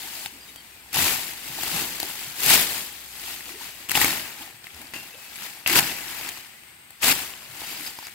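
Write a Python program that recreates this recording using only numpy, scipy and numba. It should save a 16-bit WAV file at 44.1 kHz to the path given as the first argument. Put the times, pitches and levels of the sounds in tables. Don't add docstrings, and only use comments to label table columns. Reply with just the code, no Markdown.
import sys
import numpy as np
from scipy import signal
from scipy.fft import rfft, irfft
from scipy.io import wavfile
from scipy.ndimage import uniform_filter1d
from numba import njit

SR = 44100
rng = np.random.default_rng(int(sys.argv[2]) if len(sys.argv) > 2 else 0)


def transcribe(signal):
    frames = np.atleast_2d(signal).T
    limited = np.clip(frames, -1, 1)
    pcm = np.round(limited * 32767).astype(np.int16)
    wavfile.write(sys.argv[1], SR, pcm)


def attenuation_scalar(level_db):
    decades = np.asarray(level_db, float) / 20
    return 10 ** decades


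N = 358953

# (time [s], distance [m])
DISTANCE = [(0, 2.6), (.8, 3.2), (.95, 2.87), (3.2, 2.6), (3.8, 3.7), (4.7, 4.2), (5.3, 3.4), (5.6, 3.9),
            (6.3, 4.1), (7.0, 3.2), (7.15, 3.3), (7.35, 4.1), (7.6, 3.6), (7.87, 3.1), (8.14, 4.2)]


def level(x, db):
    return x * attenuation_scalar(db) / np.sqrt(np.mean(x ** 2))


def colour(x, hz, db):
    f = np.maximum(np.arange(2049) * SR / 4096, 1)
    gain_db = np.interp(np.log(f), np.log(hz), db)
    cepstrum = irfft(np.log(attenuation_scalar(gain_db)))
    cepstrum[1:2048] *= 2
    cepstrum[2049:] = 0
    response = irfft(np.exp(rfft(cepstrum)))
    return signal.fftconvolve(x, response)[:N]


def walk(rate):
    k = int(SR / rate)
    held = np.repeat(rng.standard_normal(N // k + 1), k)
    slewed = uniform_filter1d(uniform_filter1d(held, k), k)[:N]
    return slewed / slewed.std()


@njit
def rings(s, hz, t60, glide, rise, left, right, lag, n, sr):
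    out = np.zeros((2, n))
    for k in range(len(s)):
        length = int(t60[k] * sr)
        turn = np.exp(1j * 2 * np.pi * hz[k] * glide[k] / sr / (length + 1))
        for c in range(2):
            at = (s[k] + c * lag[k]) * sr
            start = int(np.ceil(at))
            pole = 2j * np.pi * hz[k] / sr - np.log(1000) / (t60[k] * sr)
            gain = left[k] if c == 0 else right[k]
            z = gain * np.exp(pole * (start - at))
            p = np.exp(pole)
            shut, opening = 1., np.exp(-1 / (rise[k] * sr))
            for i in range(max(start, 0), min(start + length, n)):
                shut *= opening
                out[c, i] += z.imag * (1 - shut)
                z *= p
                p *= turn
    return out


def ring(s, hz, t60, db, pan_db=0., lag=0., glide=0., rise=.00005):
    left, right = attenuation_scalar(db + pan_db / 2), attenuation_scalar(db - pan_db / 2)
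    rows = np.broadcast_arrays(s, hz, t60, glide, rise, left, right, lag)
    return rings(*(np.array(r, float).ravel() for r in rows), N, float(SR))


def air():
    # (frequency [Hz], density [dB per Hz])
    hiss = [(30, -100), (60, -79.5), (300, -91.5), (600, -94), (2000, -93), (6000, -103), (15000, -103)]
    hz, db = np.transpose(hiss)
    mid, side = (colour(rng.standard_normal(N), hz, db + 10 * np.log10(SR / 2)) for _ in range(2))
    side = signal.sosfilt(signal.butter(1, 500, "high", fs=SR, output="sos"), side)
    return (mid + side * np.array([[1], [-1]])) * attenuation_scalar(1.2 * walk(3))


def insects():
    centre_hz, width_hz, rms_db = 8340, 510, -60
    edges = centre_hz + np.array([-.5, .5]) * width_hz
    band = signal.butter(2, edges, "band", fs=SR, output="sos")
    song = signal.sosfilt(band, rng.standard_normal((2, N)))
    return level(song, rms_db) * attenuation_scalar(1.2 * walk(6))


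def hum():
    # (time [s], level [dB])
    hum_levels = [(0, -55.5), (2, -56), (3.7, -53), (4.2, -69), (8.14, -90)]
    s, db = np.transpose(hum_levels)
    phase = 2 * np.pi * np.cumsum(60 + 1.1 * walk(6.4)) / SR
    return np.sin(phase) * attenuation_scalar(np.interp(np.arange(N) / SR, s, db) + 2.5 * walk(5.3))


def whistles(waver_hz=35.0):
    # (start [s], length [s], from [Hz], to [Hz], level [dB], left minus right [dB])
    calls = [(0.395, 0.06, 4950, 4780, -56, 0), (.475, .04, 3800, 3750, -58, 0),
             (.73, .09, 2500, 2350, -60, 0), (.53, 0.1, 4670, 4460, -58.5, -5),
             (.56, .06, 3200, 3150, -56.5, 4), (5.115, 0.06, 2700, 2620, -53, -7),
             (5.185, .11, 2600, 2560, -53.5, -7), (6.5, 0.1, 1900, 2030, -60, -9),
             (6.63, 0.12, 2060, 2200, -60, -9)]
    out, t = np.zeros((2, N)), np.arange(N) / SR
    waver, flutter = waver_hz * walk(70), attenuation_scalar(3.8 * walk(130))
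    for s, length, from_hz, to_hz, db, pan_db in calls:
        on = slice(int(s * SR), int((s + length) * SR))
        part = (t[on] - s) / length
        hz = from_hz + (to_hz - from_hz) * part + waver[on]
        tone = np.sin(2 * np.pi * np.cumsum(hz) / SR)
        swell = np.abs(np.sin(np.pi * part)) ** .5
        gain = attenuation_scalar(db + np.array([[pan_db], [-pan_db]]) / 2)
        out[:, on] += tone * flutter[on] * swell * gain
    return out


def chirps(chirp_s=0.039, pitch_spread=0.029):
    # (start [s], level that the notes stay 6.5 dB under [dB], middle pitch [Hz])
    calls = [(7.636, -34, 4800), (7.7089, -34, 4730), (7.7453, -39, 4760), (7.7803, -45, 4840),
             (7.8356, -36, 5060), (7.858, -27.5, 4900), (7.96, -38, 4870), (8.0341, -32, 4870)]
    s, db, hz = np.transpose(calls)
    u, g = rng.random((len(s), 10)).T, rng.standard_normal((len(s), 10)).T
    return ring(s + chirp_s * u, hz * (1 + pitch_spread * g), 0.013, db - 6.5, -1.0)


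def steel():
    # (time [s], strength [dB])
    strikes = [(4.942, -41), (4.963, -40), (5.661, -30)]
    # (pitch [Hz], level re strength [dB], t60 [s])
    modes = [(2030, -4, 0.056), (2750, -2, 0.34), (2700, -10, .2), (2520, -7, .15), (1670, -9, .1),
             (4650, -14, .2)]
    s, db = np.transpose(strikes)
    hz, mode_db, t60 = np.transpose(modes)[:, :, None]
    return ring(s, hz, t60, db + mode_db)


def thuds():
    # (time [s], level [dB], starting pitch [Hz], t60 [s])
    knocks = [(0.035, -41, 705, 0.19), (0.045, -40, 300, .08), (0.322, -37, 210, .14),
              (0.945, -30, 720, .08), (0.972, -23, 130, .2), (0.978, -24, 70, .3), (1.015, -25, 210, .1),
              (1.49, -33, 115, 0.17), (1.712, -29, 200, .1), (1.73, -26, 140, .12), (1.755, -32, 220, .08),
              (1.817, -33, 235, 0.14), (2.03, -33.5, 301, .11), (2.266, -34.5, 109, .11),
              (2.46, -26, 110, .2), (3.498, -32.5, 298, 0.076), (3.537, -33, 331, .12),
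              (3.609, -36, 854, 0.093), (3.955, -23, 200, .13), (3.965, -22, 800, .08),
              (4.04, -25, 240, .1), (4.075, -27, 220, .1), (4.402, -36, 230, .14), (4.408, -38, 760, .07),
              (4.534, -36.5, 95, .16), (4.72, -36, 60, .25), (4.795, -34, 210, .12), (4.945, -39, 260, .15),
              (5.139, -39.5, 450, .17), (5.7, -24, 280, .12), (5.735, -23, 300, .12), (5.77, -22, 130, .18),
              (5.84, -29, 110, .18), (5.905, -31, 300, .09), (7.489, -33, 96, 0.16),
              (7.796, -36, 230, .082)]
    s, db, hz, t60 = np.transpose(knocks)
    knock = ring(s, hz, t60, db, glide=1.4, rise=2.2 / hz)
    overtone = ring(s + 0.008, 1.3 * hz, 0.8 * t60, db - 4.5, rise=.004)
    bounce = ring(s + 0.035, 1.15 * hz, .7 * t60, db - 9.0, rise=.006)
    return knock + overtone + bounce


def power_sum(db):
    return (10 ** (db / 10)).sum(axis=0)


def motion(s):
    # (time of full motion [s], swell [s per 10 dB], sweep [s],
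    # rustle at full motion [dB], falling leaves re end of sweep [dB])
    slashes = [(0.943, .011, .018, -28.5, -7), (0.97, .002, .012, -22.5, -.5), (2.44, .045, .06, -27, -6),
               (2.505, .025, .05, -21.5, -3.5), (3.909, .012, 0.01, -27, -6), (3.955, .012, 0.021, -22, -7),
               (4.019, 0.0338, 0.0096, -22, -2), (5.664, .0006, .072, -25.5, -5),
               (5.758, .022, .033, -17.5, -12), (7.031, .010, .04, -23.5, -5),
               (7.083, .021, .04, -20.5, -12.5)]
    # (time of most motion [s], rustle [dB],
    # swell [s per 10 dB], fade [s per 10 dB], heavy stems re rustle before stir_heavy_db is added [dB])
    stirs = [(0.25, -40.5, 3.0, 0.054, -11.5), (0.32, -51.5, .05, 1.6, -5), (0.49, -51, .03, .03, -12),
             (1.07, -28, .05, .14, -11), (1.62, -36, .17, 0.2, -11), (1.78, -31, 0.23, 0.17, -6.5),
             (1.96, -38, .02, .02, -12), (2.005, -38, .04, 0.069, -8), (2.1, -39, 0.29, 1.0, -12.5),
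             (2.78, -37.5, .12, .07, -11), (3.15, -47.5, 0.17, .1, -11), (3.3, -38, .12, 0.15, -12),
             (3.507, -41.5, 0.1, .06, -10), (3.627, -39.5, .07, .12, -10.5), (3.82, -45.5, .35, .2, -9),
             (4.42, -40, .08, .08, -7), (4.56, -52, .03, .04, -8), (4.65, -47, 0.027, .28, -16),
             (4.815, -46, .1, 0.1, -5), (4.938, -40.5, .002, 0.16, -7), (5.25, -46, 0.34, .18, -10),
             (5.438, -37, .11, 0.11, -14), (5.56, -48.5, .11, 0.23, -8), (5.875, -32.5, .09, .14, -9),
             (6.196, -35, 0.29, 0.17, -11), (6.29, -37.5, 0.11, .1, -9), (6.7, -55.5, .45, .04, -11),
             (6.92, -59, .02, .2, -13), (7.48, -48, .25, 0.27, -6), (7.712, -37, 0.2, 0.24, -10),
             (7.6, -43, .03, .15, -12), (7.875, -38, .1, .025, -13), (8.04, -43.5, 0.26, 0.17, -17)]
    grow_db_per_s = 29.5
    stop_s, settle_s = .008, .15
    slash_thin_db, slash_heavy_db = 8.0, -4.5
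    stir_thin_db, stir_heavy_db = 7.5, 4.5
    thin_lag_s, heavy_lag_s = 0.0093, .06
    thin_loss_db_per_m, heavy_loss_db_per_m = 3.0, 1.5

    t = np.arange(0, N, 22) / SR
    full, swell, sweep, db, fall_db = np.transpose(slashes)[:, :, None]
    after = np.maximum(t - full - sweep, 0)
    slash = db - 10 * np.maximum(full - t, 0) / swell + grow_db_per_s * np.clip(t - full, 0, sweep)
    slash = slash + np.maximum(-10 * after / stop_s, fall_db - 10 * after / settle_s)
    since_swell = np.maximum(t - full + 2 * swell, 0)
    thin_joined = 10 * np.log10(1 - .9 * np.exp(-since_swell / thin_lag_s))
    heavy_joined = 10 * np.log10(1 - .9 * np.exp(-since_swell / heavy_lag_s))

    peak, stir_db, grow, fade, heavy_db = np.transpose(stirs)[:, :, None]
    stir = stir_db - 10 * np.maximum((peak - t) / grow, (t - peak) / fade)

    rustle = power_sum(slash) + power_sum(stir)
    thin = power_sum(slash + slash_thin_db + thin_joined) + power_sum(stir + stir_thin_db)
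    heavy = power_sum(slash + slash_heavy_db + heavy_joined) + power_sum(stir + heavy_db + stir_heavy_db)
    metres = np.interp(t, *np.transpose(DISTANCE))
    losses = 0, thin_loss_db_per_m * metres, heavy_loss_db_per_m * metres
    return [np.interp(s, t, 10 * np.log10(p) - loss) for p, loss in zip((rustle, thin, heavy), losses)]


def breaks(s, db, hz, coarse_db, fine_db, cycles=13.3, splinter_s=.0035, fade_db=3.5, spread_db=1.5):
    u = rng.random((len(s), 40, 2)).T
    pan_db, lag = rng.standard_normal((len(s), 2)).T * [[spread_db], [.00012]]
    bits_hz, late = 600 + 15000 * u[0] ** 1.482, u[1] ** 2
    fine = np.clip(np.log2(bits_hz / 3500), 0, 1)
    bits_db = db + coarse_db + (fine_db - coarse_db) * fine - fade_db * late
    bits = ring(s + splinter_s * late, bits_hz, 5.5 / bits_hz + 0.0026, bits_db, pan_db, lag)
    return ring(s, hz, cycles / hz, db - 3.5, pan_db, lag) + bits


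def snaps(over_db=6.5, scatter_db=1.2):
    # (time [s], level [dB], pitch [Hz], fine splinters re level [dB])
    stems = [(0.259, -27, 820, -20), (0.2597, -17.5, 2670, -8.5), (0.5598, -32, 3240, -6),
             (0.93, -20, 11500, -8), (0.9431, -16.5, 2580, -9), (0.9686, -13.5, 920, -12),
             (0.9914, -14, 12000, -9), (1.0435, -14, 4900, -10), (1.094, -18, 2800, -10),
             (1.587, -21, 800, -25), (1.6344, -14, 11500, -7), (2.0007, -14, 4520, -6),
             (2.03, -11, 4000, -15.5), (2.233, -27, 2720, -17), (2.404, -25, 2800, -1),
             (2.4338, -16, 2640, -5), (2.4618, -17, 2520, 1.5), (2.488, -13, 2700, -12),
             (2.528, -13, 2100, -8), (2.5754, -12, 4770, -9), (3.4073, -26, 1950, -16),
             (3.889, -22, 2740, -7.5), (3.8951, -11, 2900, -13), (3.9092, -17, 2490, -11),
             (3.916, -15, 1850, -3), (3.9535, -2.5, 2700, -30), (3.973, -8, 2040, -22),
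             (4.0153, -7, 1970, -10), (4.0452, -7, 2240, -8), (4.3868, -27, 4050, -17),
             (4.6428, -23, 3900, -21), (4.669, -24.5, 2130, -17), (4.817, -31, 6980, -11),
             (4.9365, -28, 900, -20), (4.937, -24, 1960, -15.5), (4.9628, -20, 2750, -21),
             (5.3577, -29, 7280, -3), (5.662, -4.5, 2700, -32), (5.6746, -14.5, 3120, 0),
             (5.6778, -12, 2130, -17), (5.698, -11.5, 2060, -13), (5.7574, -6, 2070, -17),
             (5.7943, -5, 11500, -10), (5.8054, -13, 11000, -8), (6.29, -20.5, 2030, -5.5),
             (6.495, -36, 2000, -20), (6.635, -36, 2640, -16), (6.9058, -34, 12050, -5),
             (7.0219, -23, 11600, -3), (7.032, -15, 2700, -6), (7.0432, -8.5, 4800, -10),
             (7.3374, -24, 2800, -27), (7.8085, -25, 2120, -11), (7.988, -23.5, 950, -14),
             (8.069, -21.5, 6700, -13), (8.0832, -28, 2130, -20)]
    when, stem_db, hz, fine_db = np.transpose(stems)
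    loud = breaks(when, stem_db, hz, -19, fine_db)
    u = rng.random((160, 4)).T
    s = u[0] * N / SR
    tick_db = motion(s)[0] + over_db - scatter_db * np.log(1 - u[1])
    ticks = breaks(s, tick_db, 800 * 7.7 ** u[2], -12.5, -11.0 - 7.1 * u[3])
    return loud + ticks


def foliage(cycles=5.6, smear_s=0.0081, scatter_db=1.7, treble_scatter=0.5, clump_db=0.8,
            spread_s=.0001, spread_db=4.0):
    # (from [Hz], to [Hz])
    layer_bands = [(100, 500), (1500, 6000), (9000, 15000)]
    grains_per_s, cracks_per_s = 32000, 150
    crack_share, crack_s = .2, .004
    shade_db_per_m, shade_hz, shade_from_m = 2.5, 2400, 2.9

    count = int(grains_per_s * N / SR)
    u, g = rng.random((count, 3)).T, rng.standard_normal((count, 2)).T
    span = np.log(16500 / 45)
    s, hz = u[0] * N / SR, 45 * np.exp(span * np.sqrt(u[1]))
    cracks = np.sort(np.append(0, rng.random(int(cracks_per_s * N / SR)) * N / SR))
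    joins, delay = rng.random((count, 2)).T
    last_crack = cracks[np.searchsorted(cracks, s, side="right") - 1]
    cracked = last_crack - crack_s * np.log(1 - delay)
    s = np.minimum(np.where(joins < crack_share, cracked, s), (N - 1) / SR)

    (bass, mids, top), octave = np.log(layer_bands), np.log(hz)
    widths_db = [10 * np.log10(hi - lo) for lo, hi in layer_bands]
    rustle, thin, heavy = motion(s)
    heavy, rustle, thin = heavy - widths_db[0], rustle - widths_db[1], thin - widths_db[2]
    db = rustle + (heavy - rustle) * np.clip((mids[0] - octave) / (mids[0] - bass[1]), 0, 1)
    to_top = top[0] - mids[1]
    db = db + (thin - rustle) * np.clip((octave - mids[1]) / to_top, 0, 1)
    shade = np.clip(np.minimum(np.log2(hz / shade_hz) * 2, (top[0] - octave) / to_top), 0, 1)
    metres = np.interp(s, *np.transpose(DISTANCE))
    db = db - shade_db_per_m * shade * (metres - shade_from_m)

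    density = 2 * grains_per_s * np.sqrt(u[1]) / (span * hz)
    t60 = cycles / hz + smear_s
    db = db - 10 * np.log10(density * t60 / (4 * np.log(1000)))

    scatter = np.clip(scatter_db * np.where(octave > mids[1], treble_scatter, 1), 0, 4)
    chance = -scatter * np.log(1 - u[2])
    chance = chance + 10 * np.log10(1 - scatter * np.log(10) / 10)
    chance = chance + clump_db * walk(25)[(s * SR).astype(int)]
    pan_db = spread_db * g[0] * np.clip(hz / 1200, .4, 1)
    return ring(s, hz, t60, db + chance, pan_db, spread_s * g[1], rise=0.029 * t60)


def scene():
    background = air() + insects() + hum() + whistles() + chirps()
    return background + steel() + thuds() + snaps() + foliage()


def band_limit(x):
    return signal.sosfilt(signal.butter(12, 16660, fs=SR, output="sos"), x)


def record(dry):
    # (frequency [Hz], left [dB], right [dB])
    port_response = [(41, -23, -16), (60.5, -6.5, -5), (130, -4, -3), (326, -0.5, 1), (531, -6.5, -6),
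                     (827, 1.5, 2), (1130, -0.5, -4), (1960, 6, 1), (2800, 8.5, -2.5), (3200, 5.5, -0.5),
                     (4000, 5, 0), (4800, 2.5, 5), (5710, .5, -2.5), (7800, 0, 6), (8900, 5, -2),
                     (8960, 3, -41), (10300, 4.5, -44), (10700, 7, -11), (11500, 8.5, -1), (12600, 6, -4.5),
                     (15000, 5.5, -4)]
    hz, *port_db = np.transpose(port_response)
    x = np.array([colour(c, hz, d) for c, d in zip(dry, port_db)])
    x = signal.sosfilt(signal.ellip(8, .2, 70, 15600, fs=SR, output="sos"), x)
    rounded = np.sign(x) * (.7 + .3 * np.tanh((abs(x) - .7) / .3))
    x = np.where(abs(x) < .7, x, rounded)
    return band_limit(x)


dry = scene()
out = record(dry)
transcribe(out)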